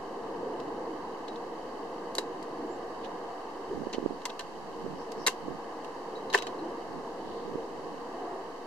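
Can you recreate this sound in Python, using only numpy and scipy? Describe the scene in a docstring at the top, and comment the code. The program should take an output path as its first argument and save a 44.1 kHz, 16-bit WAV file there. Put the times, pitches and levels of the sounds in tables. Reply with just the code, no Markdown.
"""A garden table: an old folding camera is handled in the steady whirring rush of outdoor air and far traffic.
The shutter lever is cocked with a double click, fingers tap the body, the shutter snaps, and the folding finder
springs open and rattles: noise bursts crack and decaying sine modes ring. Shaped noise makes the rush and the
rubbing fingers; small gusts buffet the right microphone port. Soft ticks near 3 kHz and one thin far peep lie
beneath; narrow bands of the low rush waver irregularly in level."""
import sys
import numpy as np
from scipy import signal
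from scipy.fft import rfft, irfft
from scipy.io import wavfile

SR = 44100
rng = np.random.default_rng(int(sys.argv[2]) if len(sys.argv) > 2 else 0)


def store_pcm(level_fs):
    """Save levels as 16-bit WAV."""
    pcm = np.round(np.clip(level_fs, -1, 1) * 32767).astype(np.int16)
    wavfile.write(sys.argv[1], SR, np.atleast_2d(pcm).T)


N = 381906
TIME = np.arange(N) / SR
FREQS = np.maximum(np.fft.rfftfreq(N, 1 / SR), 1)


def from_db(db):
    """Level to amplitude: 20 dB is a factor of ten."""
    return 10 ** (np.asarray(db) / 20)


def rms_one(x):
    """Normalisation: scale to unit rms, all channels together."""
    return x / np.sqrt(np.mean(x ** 2) + 1e-20)


def in_time(rows):
    """Level envelope: join (t/s, level/dB) points by straight lines."""
    s, db = np.transpose(rows)
    return np.interp(TIME, s, db)


def at_hz(points, freqs=FREQS):
    """Spectral envelope: read (f/Hz, value) points on a log-frequency axis."""
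    hz, value = np.transpose(points)
    return np.interp(np.log(freqs), np.log(hz), value)


def panned(lean_db):
    """Level difference between the ports: half is added left, half is taken from the right."""
    return from_db(np.array([[0.5], [-0.5]]) * lean_db)


def white():
    """Flat-spectrum noise: spectra of two unrelated white noises."""
    return rfft(rng.standard_normal((2, N)))


def band_rms(spectrum, low_hz, high_hz):
    """Parseval's theorem: rms of the part of a sound that lies in one band."""
    inside = (FREQS > low_hz) & (FREQS < high_hz)
    energy = np.sum(np.abs(spectrum[:, inside]) ** 2, axis=1)
    return np.sqrt(2 * np.mean(energy)) / N


def bell(middle_s, half_length_s):
    """Gaussian envelope: a smooth rise and fade, 1 at its top."""
    return np.exp(-0.5 * np.minimum(((TIME - middle_s) / half_length_s) ** 2, 100))


def ripple_db(freqs):
    """Interference: reflections off table and camera carve notches and peaks at each port."""
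    # f/Hz, width/Hz, left level/dB, right level/dB
    ripple_bands = [(467, 17.6, 7, 7), (600, 40, -9, -7.5), (1386, 138, -12, -9.5), (2350, 230, -9.5, -5.5),
                    (2393, 64, -14, -13), (3446, 234, -11.5, -8), (3900, 18, -8, -3), (4563, 108, -5, 11)]
    return sum(np.array([[left], [right]]) * np.exp(-((freqs - hz) / width) ** 2)
               for hz, width, left, right in ripple_bands)


def camera():
    """Coupled resonators: steel parts crack and ring; covers, body and a spring ring on beneath."""
    # modes of the thin covers: f/Hz, level/dB, T60/s, left-right level/dB
    cover_modes = [(1008, -7.5, 0.1, -5), (1130, -3.5, 0.038, -3), (1555, -6.5, 0.059, 1),
                   (1653, -1.5, 0.0069, 9), (1757, -2, 0.044, -8), (1960, -16, 0.032, 2),
                   (2106, -10, 0.04, 11)]
    # modes of the hollow body: f/Hz, level/dB, T60/s, left-right level/dB
    body_modes = [(372, -0.5, 0.065, -1), (412, 1.5, 0.068, -2), (490, -0.5, 0.067, 2), (526, 3, 0.046, 5),
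                  (700, -7, 0.047, 6), (830, 0.5, 0.015, 15), (1044, 3, 0.041, 4)]
    hits, names = contacts()
    times, _, _, cover_db, body_db, _, part_hz, ring_db = hits.T
    # a part hardly excites the case above its own pitch
    cover = struck(cover_modes, times, cover_db + 0.5, part_hz, spread_db=1.0, lag_s=0.00007)
    body = struck(body_modes, times, body_db - 4.0, part_hz, spread_db=4.5, lag_s=0.00009)
    parts = steel_parts(times, ring_db, part_hz, names)
    cracks = steel(hits, part_db=-1.5, part_width_hz=740, ping_db=0.5, ping_t60=0.026, ripple_share=0.56)
    # so small a radiator gives off no bass
    small_radiator = signal.butter(2, 230, "high", fs=SR, output="sos")
    return signal.sosfilt(small_radiator, cracks + parts + cover + body + spring())


def contacts():
    """Impact excitation: snaps, taps and rebounds together, all with the columns of the snaps."""
    # spring-driven parts hit their stops: t/s, steel crack level/dB, sparkle level over the crack/dB,
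    # cover clack level/dB and body thud level/dB (both before trim), crack T60/s, crack f/Hz,
    # ring level/dB, part that rings
    snap_rows = [(2.152, -42.5, 6, -58, -54, 0.011, 4450, -32, "pawl"),
                 (2.1828, -35.5, -1, -33.5, -29, 0.029, 4300, -25.5, "lever"),
                 (2.195, -57, -12, -50, -29, .018, 600, -54, "lever"),
                 (5.265, -31, -4, -26, -37, 0.043, 4300, -24.5, "shutter"),
                 (5.2716, -29, 3.5, -21, -30.5, 0.019, 3900, -26, "shutter"),
                 (5.2787, -31, -6, -24.5, -32, 0.02, 7340, -30, "shutter"),
                 (5.2802, -40, -8, -33, -28.5, .025, 2850, -28, "catch"),
                 (6.3365, -30, -11.5, -45, -54, 0.018, 3000, -35, "finder"),
                 (6.3428, -25.5, -23, -26, -28, 0.012, 2700, -18, "finder"),
                 (6.3461, -28, -13, -19, -19, 0.018, 1990, -10, "frame"),
                 (6.3498, -32.5, -4, -44, -38, 0.015, 4570, -29, "finder"),
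                 (6.353, -34, -9, -30, -28, 0.018, 2680, -35, "finder"),
                 (6.386, -39.5, -7, -43, -37, 0.018, 3320, -36, "catch")]
    # fingers tap the steel fittings: # t/s, crack level/dB, sparkle level over the crack/dB, cover clack
    # level/dB (before trim), # crack f/Hz, ring level/dB, part that rings
    tap_rows = [(0.6, -52.5, -15, -53, 4050, -59, "strut"), (1.281, -49, -19, -55, 3700, -45, "clasp"),
                (1.358, -55, -26, -56, 3650, -47, "clasp"), (2.166, -60, -1, -60, 4600, -52, "pawl"),
                (2.427, -55, -4, -55, 4530, -57, "lever"), (3.045, -52, -20, -59, 3100, -49, "finder"),
                (3.058, -56, -20, -61, 3800, -60, "finder"), (3.929, -53, -9, -55, 7250, -45, "latch"),
                (3.932, -44, -19, -52, 3920, -41, "strut"), (3.935, -47, -16, -47, 6270, -42, "catch"),
                (3.939, -52, -24, -52, 2050, -41, "hinge"), (3.943, -47, -20, -48, 2900, -42, "hinge"),
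                (3.947, -54, -24, -58, 2950, -40, "hinge"), (3.9516, -55, -24, -60, 4280, -48, "hinge"),
                (4.217, -57, -18, -52, 4100, -54, "strut"), (4.254, -40, -1, -50, 4740, -29.5, "latch"),
                (4.2575, -47, -16, -41, 2010, -27.5, "latch"), (4.295, -50, -20, -50, 3400, -50, "catch"),
                (4.301, -50, -14, -45, 3900, -39.5, "catch"), (4.393, -44.5, -4, -40, 4370, -35, "strut"),
                (4.398, -49, -12, -42, 3080, -43, "hinge"), (4.407, -48, -12, -41, 4130, -42, "strut"),
                (5.118, -48, -6.5, -56, 4600, -54, "lever"), (5.845, -51.5, -9, -55, 2990, -51, "finder"),
                (6.3, -48.5, -14, -50, 4200, -44, "finder"), (6.328, -41, -13, -40, 4060, -46, "finder")]
    body_over_cover_db, tap_t60_s = -5.5, 0.029   # body level before trim
    taps = [(s, db, sparkle_db, cover_db, cover_db + body_over_cover_db, tap_t60_s, hz, ring_db, part)
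            for s, db, sparkle_db, cover_db, hz, ring_db, part in tap_rows]
    start_s, gap_s, count = 6.3762, 0.046, 3
    first_db, loss_db = -35.5, 3.5   # the loss applies each time the count of rebounds doubles
    sparkle_db, cover_over_crack_db = -15, -10
    rebound_hz, rebound_t60_s = 3020, 0.027
    rebounds = []
    for k in range(count):
        db = first_db - loss_db * np.log2(k + 1)
        cover_db = db + cover_over_crack_db
        rebounds.append((start_s + k * gap_s, db, sparkle_db, cover_db, cover_db + body_over_cover_db,
                         rebound_t60_s, rebound_hz, db, "finder"))   # rings at the level of its crack
    rows = list(snap_rows) + taps + rebounds
    return np.array([row[:-1] for row in rows]), np.array([row[-1] for row in rows])


def steel(hits, part_db, part_width_hz, ping_db, ping_t60, ripple_share):
    """Resonant emphasis: a contact cracks around its part's pitch and pings; a sparkle lies on top."""
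    # colour of the crack: f/Hz, density level/dB per Hz
    crack_points = [(500, -21), (1000, 1.5), (2300, 0.5), (2850, 1), (3400, 1), (4200, -2.5), (5200, -4.5),
                    (6500, -6), (8000, -18), (12000, -40)]
    # colour of the sparkle: f/Hz, density level/dB per Hz
    sparkle_points = [(4500, -9.5), (6500, -3.5), (8000, -1), (9500, -5.5), (12500, -8.5), (14500, -16)]
    # the treble of the camera reaches the left port shaded: f/Hz, level/dB
    left_shade = [(3000, 1.5), (7500, 3), (8700, -4), (10000, -10), (14000, -14)]
    out, age = np.zeros((2, N)), np.arange(SR // 5) / SR
    freqs = np.maximum(np.fft.rfftfreq(len(age), 1 / SR), 1)
    left_only = np.array([[1], [0]])
    shade = from_db(at_hz(left_shade, freqs) * left_only + ripple_share * ripple_db(freqs))
    crack_colour = from_db(at_hz(crack_points, freqs)) * shade
    sparkle_colour = from_db(at_hz(sparkle_points, freqs)) * shade
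    port_phase = np.array([[0], [1]])   # radians
    for s, crack_db, top_db, _, _, t60, part_hz, _ in hits:
        part = 1 + from_db(part_db) / (1 + ((freqs - part_hz) / part_width_hz) ** 2)
        burst = crack(crack_colour * part, age, t60, rise_s=0.00091, tail_db=-15.0, tail_t60=0.16)
        sparkle = crack(sparkle_colour, age, t60 * 1.03, rise_s=0.00017, tail_db=-16.0, tail_t60=0.12)
        ping = from_db(ping_db - 60 * age / ping_t60) * np.sin(2 * np.pi * part_hz * age + port_phase)
        hit = from_db(7.0) * burst + from_db(top_db + 7.5) * sparkle + ping
        start = round(s * SR)
        out[:, start:start + len(age)] += from_db(crack_db) * hit
    return out


def crack(colour, age, t60, rise_s, tail_db, tail_t60, grit_db=5):
    """Impulsive noise: tiny uneven impacts rise fast and fall quickly to a faint tail of reflections."""
    unevenness = from_db(grit_db * np.clip(rng.standard_normal(len(age)), -2, 2))
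    grit = rng.standard_normal((2, len(age))) * unevenness
    noise = rms_one(irfft(rfft(grit) * colour, len(age)))
    fall = from_db(-60 * age / t60) + from_db(tail_db - 60 * age / tail_t60)
    return noise * (1 - np.exp(-age / rise_s)) * fall


def struck(modes, times, levels_db, reach_hz, spread_db, lag_s):
    """Modal superposition: a blow rings the modes below its reach, unevenly; the right port lags."""
    out, age = np.zeros((2, N)), np.arange(SR // 2) / SR
    heard = np.maximum(age - np.array([[0], [lag_s]]), 0)
    rings = []
    for k, (hz, db, t60, lean) in enumerate(modes):
        decay = from_db(db - 60 * heard / t60)
        rings.append((-1) ** k * panned(lean) * decay * np.sin(2 * np.pi * hz * heard))
    reached = 1 / (1 + (np.array(modes)[:, 0] / reach_hz[:, None]) ** 16)
    strengths = reached * from_db(spread_db * rng.standard_normal((len(times), len(modes))))
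    for s, db, strength in zip(times, levels_db, strengths):
        start = round(s * SR)
        out[:, start:start + len(age)] += from_db(db) * np.tensordot(strength, np.array(rings), 1)
    return out


def steel_parts(times, ring_db, part_hz, names):
    """Free vibration: each struck steel part rings with its own damped modes."""
    # modes of the small steel parts, all with f/Hz, level/dB, T60/s, left-right level/dB
    frame_modes = [(1650, -0.5, 0.018, 5), (1840, -1.5, 0.016, 4), (2150, -17, 0.029, 4),
                   (2620, -17, .022, 6)]
    lever_modes = [(1640, -8, 0.037, 4), (2850, -16, .05, 6), (3930, 1, 0.04, 2), (4330, 1.5, .018, -4),
                   (4780, 4.5, 0.018, 0), (5650, -10, 0.036, 0), (7080, -9, .02, 2), (8100, -8, .03, -1)]
    pawl_modes = [(4130, 1, .018, 0), (4450, 0, .018, -2), (4570, -1, .018, -2), (5700, -9, .02, 0)]
    clasp_modes = [(3480, -2, .022, 0), (3800, 0, .022, 1), (4200, -5, .03, 0)]
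    shutter_modes = [(2080, -7, 0.072, 5), (2810, -9, 0.074, 11), (2900, -15, 0.04, 2), (3884, 1, 0.056, 5),
                     (4450, -3, 0.05, 7), (4800, -14, 0.063, -2), (4953, -6, 0.043, 0),
                     (5240, -14, 0.063, 2), (6056, -14, .07, -2), (6450, -10, .06, 2), (6600, -4, .04, 3),
                     (7500, -6, .05, -3), (7700, -9, .06, 0)]
    latch_modes = [(990, -3, 0.086, -1), (2085, -3, 0.025, 4), (2724, -9, 0.055, -3), (3400, -9, 0.019, -8),
                   (4270, -3, 0.033, -2), (4850, 3, .014, 3), (5400, -8, .014, 0), (6000, -1, .018, 4),
                   (7330, 2, .016, 0), (7750, -3, .02, 2)]
    strut_modes = [(1700, -22, 0.045, 0), (2745, -4, 0.06, 3), (3240, -5, 0.031, 0), (4010, -1, .025, 0),
                   (4180, -2, 0.046, -2), (6100, -8, .025, 0), (7420, -10, .025, 0)]
    hinge_modes = [(2130, -6, .025, 0), (2870, -3, .035, 0), (3070, 0, .035, 0), (4440, -1, .025, 0)]
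    catch_modes = [(2700, 0, .045, 1), (3320, -9, 0.032, 0), (3860, 2, 0.023, 1), (6050, -14, 0.037, 0)]
    finder_modes = [(2670, -2, 0.025, 3), (2900, -11, 0.022, -9), (4060, -8, .022, 2), (4640, -8, .024, 5),
                    (5170, -8, .03, 0)]
    modes_of = {"frame": frame_modes, "lever": lever_modes, "pawl": pawl_modes, "clasp": clasp_modes,
                "shutter": shutter_modes, "latch": latch_modes, "strut": strut_modes,
                "hinge": hinge_modes, "catch": catch_modes, "finder": finder_modes}
    out = np.zeros((2, N))
    for name, modes in modes_of.items():
        own = names == name
        out += struck(modes, times[own], ring_db[own], 1.71 * part_hz[own], spread_db=2, lag_s=0.00005)
    return out


def spring():
    """Beating: a spring set ringing sounds close modes together."""
    # close modes of the spring: f/Hz, level/dB, T60/s, left-right level/dB
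    spring_modes = [(3895, -0.5, 0.17, 5), (3965, -9, .13, 2), (4200, -4, .1, -2)]
    # the spring is set ringing: t/s, level/dB
    twang_rows = [(1.281, -50), (2.1828, -55), (5.265, -51), (6.155, -54), (6.3, -46.5), (6.3426, -42),
                  (6.386, -44), (6.423, -48), (6.468, -47), (6.588, -55)]
    times, levels_db = np.transpose(twang_rows)
    no_limit = np.full(len(times), np.inf)
    return struck(spring_modes, times, levels_db, no_limit, spread_db=4.5, lag_s=0.00005)


def fingers():
    """Friction noise: skin sliding on the camera gives short soft swishes."""
    # fingertips slide: middle t/s, half length/s, level/dB, f/Hz, width/Hz, left-right level/dB
    rub_rows = [(3.05, 0.011, -51, 3320, 900, -4), (3.796, .1, -70, 5470, 2000, -7),
                (3.944, 0.012, -54, 3900, 1300, 0), (5.01, 0.032, -62, 5400, 600, 5),
                (5.223, 0.028, -56.5, 5300, 750, 8), (7.331, .11, -62, 4000, 900, -5)]
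    out, age = np.zeros((2, N)), np.arange(-SR // 2, SR // 2) / SR
    freqs = np.fft.rfftfreq(len(age), 1 / SR)
    for s, length, db, hz, width, lean in rub_rows:
        noise = rfft(rng.standard_normal((2, len(age))))
        swish = rms_one(irfft(noise / (1 + ((freqs - hz) / width) ** 4), len(age)))
        start = round((s + age[0]) * SR)
        envelope = np.exp(-0.5 * (age / length) ** 2)
        out[:, start:start + len(age)] += from_db(db) * panned(lean) * envelope * swish
    return out


def ticking(per_s, level_db, tick_hz, width_hz, spread_db):
    """Resonator under random impulses: a very faint, uneven flutter of soft ticks."""
    times = np.cumsum(rng.gamma(3, 1 / (3 * per_s), size=1500))
    at = (times[times < TIME[-1]] * SR).astype(int)
    strengths = from_db(spread_db * rng.uniform(-0.91, 1, (2, len(at))))
    clicks = np.zeros((2, N))
    clicks[:, at] = strengths * rng.choice([-1, 1], (2, len(at)))
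    r = np.exp(-np.pi * width_hz / SR)   # pole radius
    ring = [1, -2 * r * np.cos(2 * np.pi * tick_hz / SR), r * r]
    ticks = signal.lfilter([1, 0, -1], np.convolve(ring, ring), clicks + 1e-18)
    return from_db(level_db) * rms_one(ticks)


def wind(leak_db):
    """Turbulent pressure: gusts flutter on the right port and shed eddies, each one swing up and down."""
    # gusts: middle t/s, half length/s, flutter level/dB
    gust_rows = [(3.783, 0.047, -36.5), (4.044, 0.085, -44), (4.6, 0.19, -51), (4.894, 0.065, -41),
                 (5.2, 0.024, -42), (5.498, 0.05, -38.5), (6.95, 0.041, -41.5), (7.282, 0.039, -46),
                 (7.522, 0.057, -41.5), (7.864, 0.11, -48)]
    # the hardest single buffets, and at 3.948 s a tap's dull body thud: t/s, peak level/dB
    puff_rows = [(3.82, -21.5), (3.836, -25), (3.871, -19), (3.948, -22), (3.9842, -15), (4.0285, -23),
                 (4.0409, -25), (4.056, -25), (4.062, -11), (4.1091, -21), (4.123, -26), (4.8447, -21.5),
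                 (4.8647, -23), (5.4842, -20.5), (7.5572, -20.5)]
    # colour of the flutter: f/Hz, density level/dB per Hz
    flutter_points = [(25, -10), (60, -6.5), (100, -11.5), (170, 4), (330, -1), (500, -16), (900, -40),
                      (2000, -54)]
    # colour of a buffet: f/Hz, density level/dB per Hz
    buffet_points = [(20, -42), (120, -19.5), (250, 1.5), (430, 2), (530, -4.5), (640, -14), (1100, -16.5),
                     (1600, -52), (5000, -95)]
    eddies_per_s, eddy_db, eddy_spread_db = 55, 9, 2   # eddy peak over the flutter
    force = sum(from_db(db) * bell(s, half_length) for s, half_length, db in gust_rows)
    flutter = force * rms_one(irfft(white()[0] * from_db(at_hz(flutter_points)), N))
    eddies = (rng.random(N) < eddies_per_s / SR) * force
    eddies = eddies * from_db(eddy_db + eddy_spread_db * rng.uniform(-1, 1, N))
    for s, db in puff_rows:
        eddies[round(s * SR)] += from_db(db)
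    swing = 1j * from_db(at_hz(buffet_points))   # an imaginary spectrum is odd in time
    buffets = irfft(rfft(eddies) * swing, N) / irfft(swing, N).max()
    return (flutter + buffets) * from_db([[leak_db], [0]])


def peep():
    """Frequency modulation: one faint, thin far note slides up, settles on its pitch and wavers in level."""
    middle_s, half_length_s, level_db = 2.729, 0.027, -62
    final_hz, slide_hz, slide_s = 7320, 650, 0.014   # span and time of the slide up
    waver_db, flutter_hz = 2.5, 50   # depth and speed of the waver
    hz = final_hz - slide_hz / 2 * (1 - np.tanh((TIME - middle_s + half_length_s) / slide_s))
    waver = rms_one(irfft(white()[0] / (1 + (FREQS / flutter_hz) ** 4), N))
    note = np.sin(2 * np.pi * np.cumsum(hz) / SR)
    return from_db(level_db + waver_db * waver) * bell(middle_s, half_length_s) * note


def rush_wavers():
    """Narrow-band noise: narrow bands of the low rush waver irregularly in level, alike at both ports."""
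    # chance strong moments of the noise: middle t/s, half length/s, level/dB, f/Hz
    waver_rows = [(.48, 0.047, -38.5, 485), (0.912, .07, -41.5, 310), (2.63, .08, -41.5, 326),
                  (3.314, .05, -47, 710), (3.719, 0.015, -34, 403), (5.146, 0.052, -43.5, 455),
                  (6.19, 0.084, -42.5, 475), (6.65, 0.053, -40.5, 334), (7.56, 0.12, -47, 456),
                  (8.247, 0.14, -46, 707), (8.276, 0.094, -45, 364)]
    width_hz = 48
    noise = white()[0]
    out = np.zeros(N)
    for s, half_length, db, hz in waver_rows:
        band = rms_one(irfft(noise / (1 + ((FREQS - hz) / width_hz) ** 4), N))
        out += from_db(db) * bell(s, half_length) * band
    return out


def outdoors():
    """Diffuse-field coherence: far noise, alike at both ports in the bass; three bands vary separately."""
    # the outdoor rush: f/Hz, density level/dB per Hz
    air_points = [(20, -34), (42, -19.5), (58, -16.5), (95, -26), (140, -15.5), (200, -9), (310, -1.5),
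                  (420, -1), (720, -1), (1030, -2), (1700, -14.5), (2900, -26), (4300, -29.5),
                  (7000, -36.5), (10000, -44.5), (14500, -51)]
    # likeness of the ports (clipped to 1 below): f/Hz, correlation
    likeness_points = [(60, 1), (160, 0.97), (300, 1.02), (500, 0.88), (750, 0.74), (1200, 0.65), (2000, 0),
                       (3200, 0.09), (5000, 0)]
    # balance of the ports: f/Hz, left-right level/dB
    lean_points = [(50, 1), (160, 0), (350, -0.4), (1100, -1), (3000, 1.5), (8000, 1), (13000, -2)]
    # far rumble: t/s, level/dB before the band's gain
    rumble_rows = [(0.0, -42.5), (0.4, -38.5), (0.65, -39), (0.96, -40.5), (1.25, -42.5), (1.75, -42),
                   (2.28, -42.0), (2.46, -42), (2.64, -41), (2.94, -42.5), (3.12, -41.5), (3.42, -46.0),
                   (3.66, -42.5), (3.95, -43.5), (4.25, -47.5), (4.5, -48), (5.1, -43), (5.35, -45),
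                   (5.75, -44), (6.0, -44.5), (6.48, -40.5), (6.66, -40.5), (6.9, -44), (7.44, -40.5),
                   (7.92, -44), (8.22, -43), (8.64, -45)]
    # middle of the rush: t/s, level/dB before the band's gain
    rush_rows = [(0.0, -44.0), (0.66, -42.5), (1.62, -44.0), (3.3, -42.5), (4.14, -45.5), (4.38, -45),
                 (4.5, -46.0), (5.64, -43.5), (6.12, -44), (6.48, -41.5), (7.2, -45.0), (8.04, -44.0),
                 (8.28, -41.5), (8.64, -45.5)]
    # near hiss: t/s, level/dB before the band's gain
    hiss_rows = [(0.0, -64), (3.37, -63.5), (4.99, -63), (8.2, -63), (8.66, -63.5)]
    mid, side = white()
    alike = np.clip(at_hz(likeness_points), -1, 1)
    air = np.sqrt(1 + alike) * mid + np.sqrt(1 - alike) * side * [[1], [-1]]
    air = air * from_db(at_hz(air_points) + ripple_db(FREQS)) * panned(at_hz(lean_points))
    low = 1 / (1 + (FREQS / 560) ** 6)
    high = 1 / (1 + (2400 / FREQS) ** 6)
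    # level/dB, share of the spectrum, reference band from f/Hz to f/Hz
    bands = [(in_time(rumble_rows) + 0.88, low, 120, 520),
             (in_time(rush_rows) + 0.5, 1 - low - high, 600, 2000),
             (in_time(hiss_rows) + 2.5, high, 3500, 9000)]
    return sum(from_db(db) * irfft(air * share, N) / band_rms(air, low_hz, high_hz)
               for db, share, low_hz, high_hz in bands)


def scene():
    """Superposition: the camera close by, the garden all around."""
    close = camera() + fingers() + ticking(per_s=80, level_db=-66.0, tick_hz=2998, width_hz=250, spread_db=6.0)
    return close + outdoors() + rush_wavers() + wind(leak_db=-21) + peep()


def record(dry):
    """Band limiting: the top is cut steeply; the converter sits slightly off zero."""
    cutoff_hz, converter_offset = 14300, -0.0025   # offset as a fraction of full scale
    steep_cut = signal.ellip(10, 0.1, 70, cutoff_hz, fs=SR, output="sos")
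    return signal.sosfilt(steep_cut, dry) + converter_offset


dry = scene()
out = record(dry)
store_pcm(out)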